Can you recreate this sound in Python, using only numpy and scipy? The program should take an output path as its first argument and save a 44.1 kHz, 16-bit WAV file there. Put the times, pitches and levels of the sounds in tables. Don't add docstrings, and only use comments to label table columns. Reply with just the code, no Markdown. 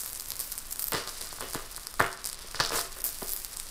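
import sys
import numpy as np
from scipy import signal
from scipy.io import wavfile
from scipy.ndimage import uniform_filter1d

SR = 44100
rng = np.random.default_rng(int(sys.argv[2]) if len(sys.argv) > 2 else 0)


def boost(x):
    u = np.asarray(x, float) / 20
    return 10 ** u


def wav_record(signal):
    frames = np.transpose(np.atleast_2d(signal))
    bounded = np.clip(frames, -1, 1)
    quanta = np.round(bounded * 32767).astype(np.int16)
    wavfile.write(sys.argv[1], SR, quanta)


N = 163170


def evened(x):
    return x / np.sqrt(np.mean(x ** 2) + 1e-20)


def read(points, hz):
    f, value = np.transpose(points)
    return np.interp(np.log(hz + 1), np.log(f + 1), value)


def add(mix, s, sound):
    part = mix[round(s * SR):][:len(sound)]
    part += sound[:len(part)]


def colour(points, size=4096):
    hz = abs(np.fft.fftfreq(size, 1 / SR))
    log_gain = np.log(boost(read(points, hz)))
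    taps = np.fft.ifft(np.exp(np.conj(signal.hilbert(log_gain)))).real
    return taps / np.linalg.norm(taps)


def coloured(x, points, size=4096):
    return signal.oaconvolve(x, colour(points, size))[:N]


def bands(x):
    split_hz, sheen_hz = 5900, 11140
    low_filter = signal.butter(5, split_hz, fs=SR, output="sos")
    most_filter = signal.butter(5, sheen_hz, fs=SR, output="sos")
    low = signal.sosfiltfilt(low_filter, x)
    most = signal.sosfiltfilt(most_filter, x)
    return np.array([low, most - low, x - most])


def grains(per_s, spread_db):
    size = boost(spread_db * np.minimum(rng.exponential(1, N), 2.2))
    signed = size * rng.choice([-1., 1.], N)
    return evened(signed * (rng.random(N) < per_s / SR))


def strengths():
    # (time [s], fizz level [dB], brightness [dB])
    burning = [(0, -33, -4.5), (.25, -38, -5.5), (.65, -40.5, -8), (.88, -40, 2.5), (1.0, -35, -14),
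               (1.35, -37, -10.5), (1.9, -42.5, -10), (2.4, -43.5, -19), (2.59, -40, -8), (2.9, -42, -20),
               (3.016, -44, 3), (3.024, -61, 13), (3.04, -48, -1), (3.07, -38, -12.5), (3.3, -34, -3.5),
               (3.7, -41, -13.5)]
    # (start [s], swell [s], hiss level [dB], plate roar level [dB], brightness [dB])
    sputters = [(0.397, 0.0012, -26, -60, 6), (0.791, 0.0014, -32, -63, 6.5), (0.921, 0.026, -38, -32, -35),
                (1.062, 0.014, -34.5, -51, -14), (1.21, 0.0035, -43.5, -46.5, -13),
                (1.408, 0.0068, -56, -37, -1), (1.544, 0.025, -63, -39.5, -2), (1.994, 0.026, -51, -31, -2),
                (2.248, 0.014, -31.5, -64, -2.5), (2.545, 0.0099, -37.5, -47.5, -29.5),
                (2.599, 0.0024, -36.5, -35, -41), (2.714, 0.05, -21, -35.5, -1.5),
                (2.959, 0.02, -48, -48.5, 1), (3.0408, 0.0018, -26, -48, 8),
                (3.219, 0.0037, -52, -44.5, -1), (3.32, 0.009, -47.5, -75, 28.5),
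                (3.572, 0.033, -36, -79, 4)]
    neutral_db = -9.5
    roar_rise_s, roar_t60_s, hiss_t60_s = 0.00056, 0.28, 0.42
    sides = np.array([[-.5], [0.063], [.8]])

    clock, t = np.arange(N) / SR, np.arange(SR // 2) / SR
    s, db, bright_db = np.transpose(burning)
    tilt_db = sides * (np.interp(clock, s, bright_db) - neutral_db)
    power = boost(np.interp(clock, s, db) + tilt_db) ** 2
    roar = np.zeros(N)
    for s, swell, hiss_db, roar_db, bright_db in sputters:
        after = np.maximum(t - swell, 0)
        rise = np.minimum(t / swell, 1)
        for part, side in zip(power, sides):
            hiss = rise * boost(hiss_db + side * bright_db - 60 * after / hiss_t60_s)
            add(part, s, hiss ** 2)
        roar_rise = np.minimum(t / roar_rise_s, 1)
        add(roar, s, roar_rise * boost(roar_db - 60 * after / roar_t60_s))
    return np.sqrt(power), roar


def arc(glow):
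    # (pitch [Hz], level [dB])
    fizz_colour = [(900, -9), (1700, -4.5), (3000, -5.5), (4900, 4), (6500, 0.5), (8800, 3.5), (11800, 0),
                   (14500, -3.5)]
    crackles_per_s, crackle_spread_db = 520, 4.5
    crackle_db, crackle_ceiling_db, clump_db = -5, -41, 3
    fizz_db, sway_db = -10, 3

    sway = uniform_filter1d(rng.standard_normal((4, N)), size=900)
    sway = sway / sway.std()
    crackle = np.zeros(N)
    for shape in rng.standard_normal((4, 4)):
        clicks = grains(crackles_per_s / 4, crackle_spread_db)
        crackle += np.convolve(clicks, evened(shape) / 2, "same")
    tamed = np.minimum(boost(crackle_ceiling_db) / np.linalg.norm(glow, axis=0), 1) ** .5
    crackle = boost(crackle_db + clump_db * sway[0]) * tamed * crackle / 2
    noise = bands(coloured(rng.standard_normal(N), fizz_colour))
    fizz = boost(fizz_db + sway_db * sway[1:]) * noise
    return (glow * (fizz + bands(coloured(crackle, fizz_colour)))).sum(0)


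def snaps(glow):
    # (time [s], peak level [dB])
    main_snaps = [(0.0176, -20), (0.0354, -20), (0.0467, -20), (0.0613, -15), (0.1316, -15), (0.1501, -20),
                  (0.1594, -20), (0.1987, -16), (0.2085, -17), (0.222, -20), (0.2862, -20), (0.3048, -13),
                  (0.3193, -13), (0.3558, -20), (0.3667, -20), (0.3935, -14), (0.4022, -10), (0.4094, -14),
                  (0.5193, -14), (0.5229, -13), (0.5792, -13), (0.5854, -17), (0.5899, -20), (0.7246, -13),
                  (0.7276, -12), (0.7595, -19),
                  (0.7946, -12), (0.7984, -17), (0.8232, -11), (0.8282, -14), (0.8421, -9), (0.8702, -16),
              (0.882, -14), (0.8847, -13), (0.9207, -11), (0.9343, -12), (0.9498, -14), (1.0754, -18),
              (1.0924, -18), (1.2119, -16), (1.2158, -18), (1.4088, -14), (1.5344, -15), (1.5439, -20),
              (1.5481, -13), (1.7639, -17), (1.8703, -15), (1.9411, -19), (1.999, -14), (2.0042, -15),
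              (2.0247, -20), (2.0651, -19),
                  (2.129, -20), (2.175, -25), (2.2437, -15), (2.2538, -14), (2.2598, -11), (2.2724, -11),
            (2.2914, -19), (2.2992, -18), (2.3302, -17), (2.601, -12), (2.607, -13), (2.6125, -19),
            (2.6236, -20), (2.6376, -15), (2.6412, -20), (2.6499, -14), (2.6607, -15), (2.6649, -18),
            (2.6739, -19), (2.6912, -19), (2.6954, -17), (2.7062, -20), (2.7393, -18), (2.7431, -17),
            (2.7484, -20), (2.7588, -16), (2.7649, -18),
                  (2.7681, -17), (2.7747, -15), (2.7775, -16), (2.7922, -11), (2.7955, -15), (2.8017, -20),
            (2.8063, -18), (2.8127, -13), (3.007, -20), (3.0417, -7), (3.0492, -14), (3.065, -13),
            (3.0822, -20), (3.0909, -19), (3.1871, -20), (3.23, -19), (3.2733, -19), (3.2841, -18),
            (3.2936, -15), (3.3204, -14), (3.3347, -11), (3.3643, -15), (3.3739, -20), (3.4481, -15),
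            (3.5713, -14), (3.5996, -14)]
    # (time [s], peak level [dB])
    ticks = [(0.0082, -20), (0.0779, -22), (0.0928, -22), (0.1007, -22), (0.1449, -23), (0.1753, -21),
             (0.2593, -22), (0.3608, -24), (0.3968, -22), (0.4755, -24), (0.5263, -21), (0.5322, -23),
             (0.5541, -21), (0.7696, -23), (0.7728, -24), (0.7901, -24), (0.8021, -22), (0.9564, -21),
             (0.9655, -21), (1.0845, -21), (1.0967, -22), (1.2248, -21), (1.2454, -23), (1.2715, -21),
             (1.2911, -24), (1.3284, -21), (1.365, -24), (1.4243, -23), (1.4876, -23), (1.5282, -24),
             (1.7472, -23), (1.7711, -21), (1.7973, -25), (1.834, -26), (2.0442, -23), (2.2673, -21),
             (2.3155, -24), (2.3448, -24), (2.3915, -22), (2.4857, -25), (2.5428, -26), (2.5465, -22),
             (2.5571, -21), (2.5602, -23), (2.9217, -25), (2.9284, -23), (2.9881, -24), (3.0033, -22),
             (3.0187, -23), (3.0739, -21), (3.1294, -23), (3.2616, -22), (3.2801, -22), (3.2983, -21),
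             (3.3264, -23), (3.4005, -23), (3.4194, -24), (3.5318, -22), (3.5399, -24), (3.6686, -23)]
    # (pitch [Hz], level [dB])
    snap_colour = [(300, -14.5), (1200, -7.5), (2800, -15), (4900, 1.5), (6300, -5), (8800, 1.5),
                   (12000, -3.5), (15000, -3.5), (16300, -49)]
    spark_share, snap_s, snap_db = 0.23, .0004, -1
    edge_per_db, edge_from_db = .6, -15

    out, t = np.zeros((2, N)), np.arange(256) / SR
    rows = main_snaps + ticks
    sparks = rng.standard_normal((len(rows), 256)) * rng.standard_normal((len(rows), 256))
    crack = t == 0
    bursts = np.sign(sparks[:, :1]) * (crack + spark_share * sparks * np.exp(-(t / snap_s) ** 2))
    parts = bands(signal.lfilter(colour(snap_colour)[:256], [1], bursts))
    for (s, db), part in zip(rows, parts.swapaxes(0, 1)):
        edge = boost([0, 0, edge_per_db * (db - edge_from_db)])
        burst = (glow[:, round((s + .004) * SR)] * edge) @ part
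        loud = int(db > edge_from_db)
        add(out[loud], s - .0002, boost(db + snap_db) * burst / abs(burst).max())
    return out


def pops(roar):
    # (time [s], peak level [dB], pitch [Hz])
    blobs = [(0.9303, -34, 870), (0.938, -32, 584), (0.943, -30, 110), (0.9513, -18.5, 1020),
             (0.9607, -27, 900), (1.3285, -29.5, 980), (1.386, -30, 1210), (1.4088, -23.5, 1160),
             (1.5482, -20.5, 1160), (1.5542, -28, 710), (1.557, -25.5, 283), (1.78, -29, 1290),
             (1.9952, -20, 1390), (1.9968, -27, 1400), (1.9994, -15.5, 1410), (1.9996, -12.5, 1400),
             (2.004, -1.5, 1270), (2.0066, -20.5, 1080), (2.0105, -14, 1400), (2.0138, -15, 684),
             (2.015, -13, 1490), (2.0436, -16, 1900), (2.064, -20, 1830), (2.4472, -38.5, 490),
             (2.5465, -21, 1500), (2.5942, -21, 1510), (2.6014, -13, 1470), (2.6026, -10, 1500),
             (2.6061, -15.5, 1220), (2.6085, -13, 1130), (2.707, -22.5, 930), (2.7483, -19, 1200),
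             (2.761, -23, 1200), (2.774, -28, 1000), (2.7877, -19.5, 1200), (2.7916, -21.5, 1190),
             (3.2245, -25.5, 700), (3.229, -29.5, 290)]
    # (pitch [Hz], level [dB])
    roar_colour = [(120, -14), (400, 1), (800, -3), (1400, -1), (2300, -7.5), (3500, -7.5), (6000, -20)]
    lead_s, rise, fall = 0.0012, 0.51, 0.57
    thump_db, thump_hz = -10, 114
    rattles_per_s, ring_db, rattle_ring_db = 1100, -17, -16

    out, t = np.zeros(N), np.arange(2048) / SR
    thump = np.sin(2 * np.pi * thump_hz * t) * np.hanning(2048) * np.exp(-t * thump_hz / 0.36) * 8
    for s, db, hz in blobs:
        turns = (t - lead_s) * hz
        width = np.where(turns < 0, rise, fall)
        push = np.sin(2 * np.pi * turns) * np.exp(-(turns / width) ** 2)
        add(out, s - lead_s, boost(db - 1.0) * (push + boost(thump_db) * thump))
    rattle = roar * coloured(grains(rattles_per_s, 6.5), roar_colour)
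    return out + rattle + plate(boost(ring_db) * out + boost(rattle_ring_db) * rattle)


def plate(x):
    # (pitch [Hz], level [dB], time to fade by 60 dB [s])
    tones = [(380.6, -2, 0.53), (474.4, 6.5, 0.12), (644, 16, 0.039), (688, 3, 0.33), (1080, -2.5, 0.21),
             (1214, 8, 0.2), (1305, 9, 0.063), (1497, 7, 0.067), (1755, 3, 0.14), (1866, 9, 0.2),
             (2030, 4, 0.13), (2150, 11, 0.075), (2260, 3, 0.18), (2950, 6, 0.3)]
    t = np.arange(SR // 2) / SR
    ring = sum(boost(db - 60 * t / t60) * np.sin(2 * np.pi * hz * t) for hz, db, t60 in tones)
    return signal.oaconvolve(x, ring / np.linalg.norm(ring))[:N]


def clinks():
    # (time [s], peak level [dB])
    dull_rings = [
        (1.2119, -44),
        (1.9955, -24),
        (2.6008, -12.5),
        (2.603, -25),
        (2.6058, -15),
        (2.6069, -24),
        (2.6378, -23),
        (2.6499, -13),
    ]
    clink_hz, t60_s = 4400, 0.0038
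    out, t = np.zeros(N), np.arange(512) / SR
    for s, db in dull_rings:
        add(out, s, boost(db - 60 * t / t60_s) * np.sin(2 * np.pi * clink_hz * t))
    return out


def booth(x):
    # (pitch [Hz], time to fade by 60 dB [s])
    fading = [(200, 0.11), (1500, 0.56), (5000, 0.22), (14000, 0.12)]
    first_echo_s, gap = 0.0031, 20
    taps = np.zeros(SR // 2)
    at = np.arange(round(first_echo_s * SR), SR // 2 - gap, gap)
    at = at + rng.integers(0, gap, len(at))
    taps[at] = rng.choice([-1., 1.], len(at))
    hz, t, z = signal.stft(taps, SR, nperseg=256)
    fade = boost(-60 * t / read(fading, hz)[:, None])
    tail = signal.istft(z * fade, SR, nperseg=256)[1]
    return signal.fftconvolve(x, tail / np.linalg.norm(tail))[:N]


def air():
    # (pitch [Hz], level [dB])
    air_colour = [(8.8, -2), (15, 17), (42, -1.5), (155, -14.5), (855, -18), (1080, -13.5), (2280, -20.5),
                  (4000, -20), (5200, -41), (8800, -120)]
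    air_db = -46
    sway = boost(0.5 * evened(uniform_filter1d(rng.standard_normal(N), size=6000)))
    rumble = evened(coloured(rng.standard_normal(N), air_colour, size=16384))
    return boost(air_db) * sway * rumble


def scene():
    booth_db, top_hz, snap_top_hz = -12.5, 15600, 16300
    glow, roar = strengths()
    small, cracks = snaps(glow)
    rest = small + arc(glow) + pops(roar) + clinks()
    soft = rest + boost(booth_db) * booth(rest + cracks) + air()
    crack_filter = signal.firwin(81, snap_top_hz, window=("kaiser", 7), fs=SR)
    soft_filter = signal.firwin(255, top_hz, window=("kaiser", 9), fs=SR)
    cracks = np.convolve(cracks, crack_filter, "same")
    return (cracks + signal.oaconvolve(soft, soft_filter, "same"))[None]


def band_limit(x):
    return signal.sosfilt(signal.butter(12, 17040, fs=SR, output="sos"), x)


def record(dry):
    return band_limit(dry)


dry = scene()
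out = record(dry)
wav_record(out)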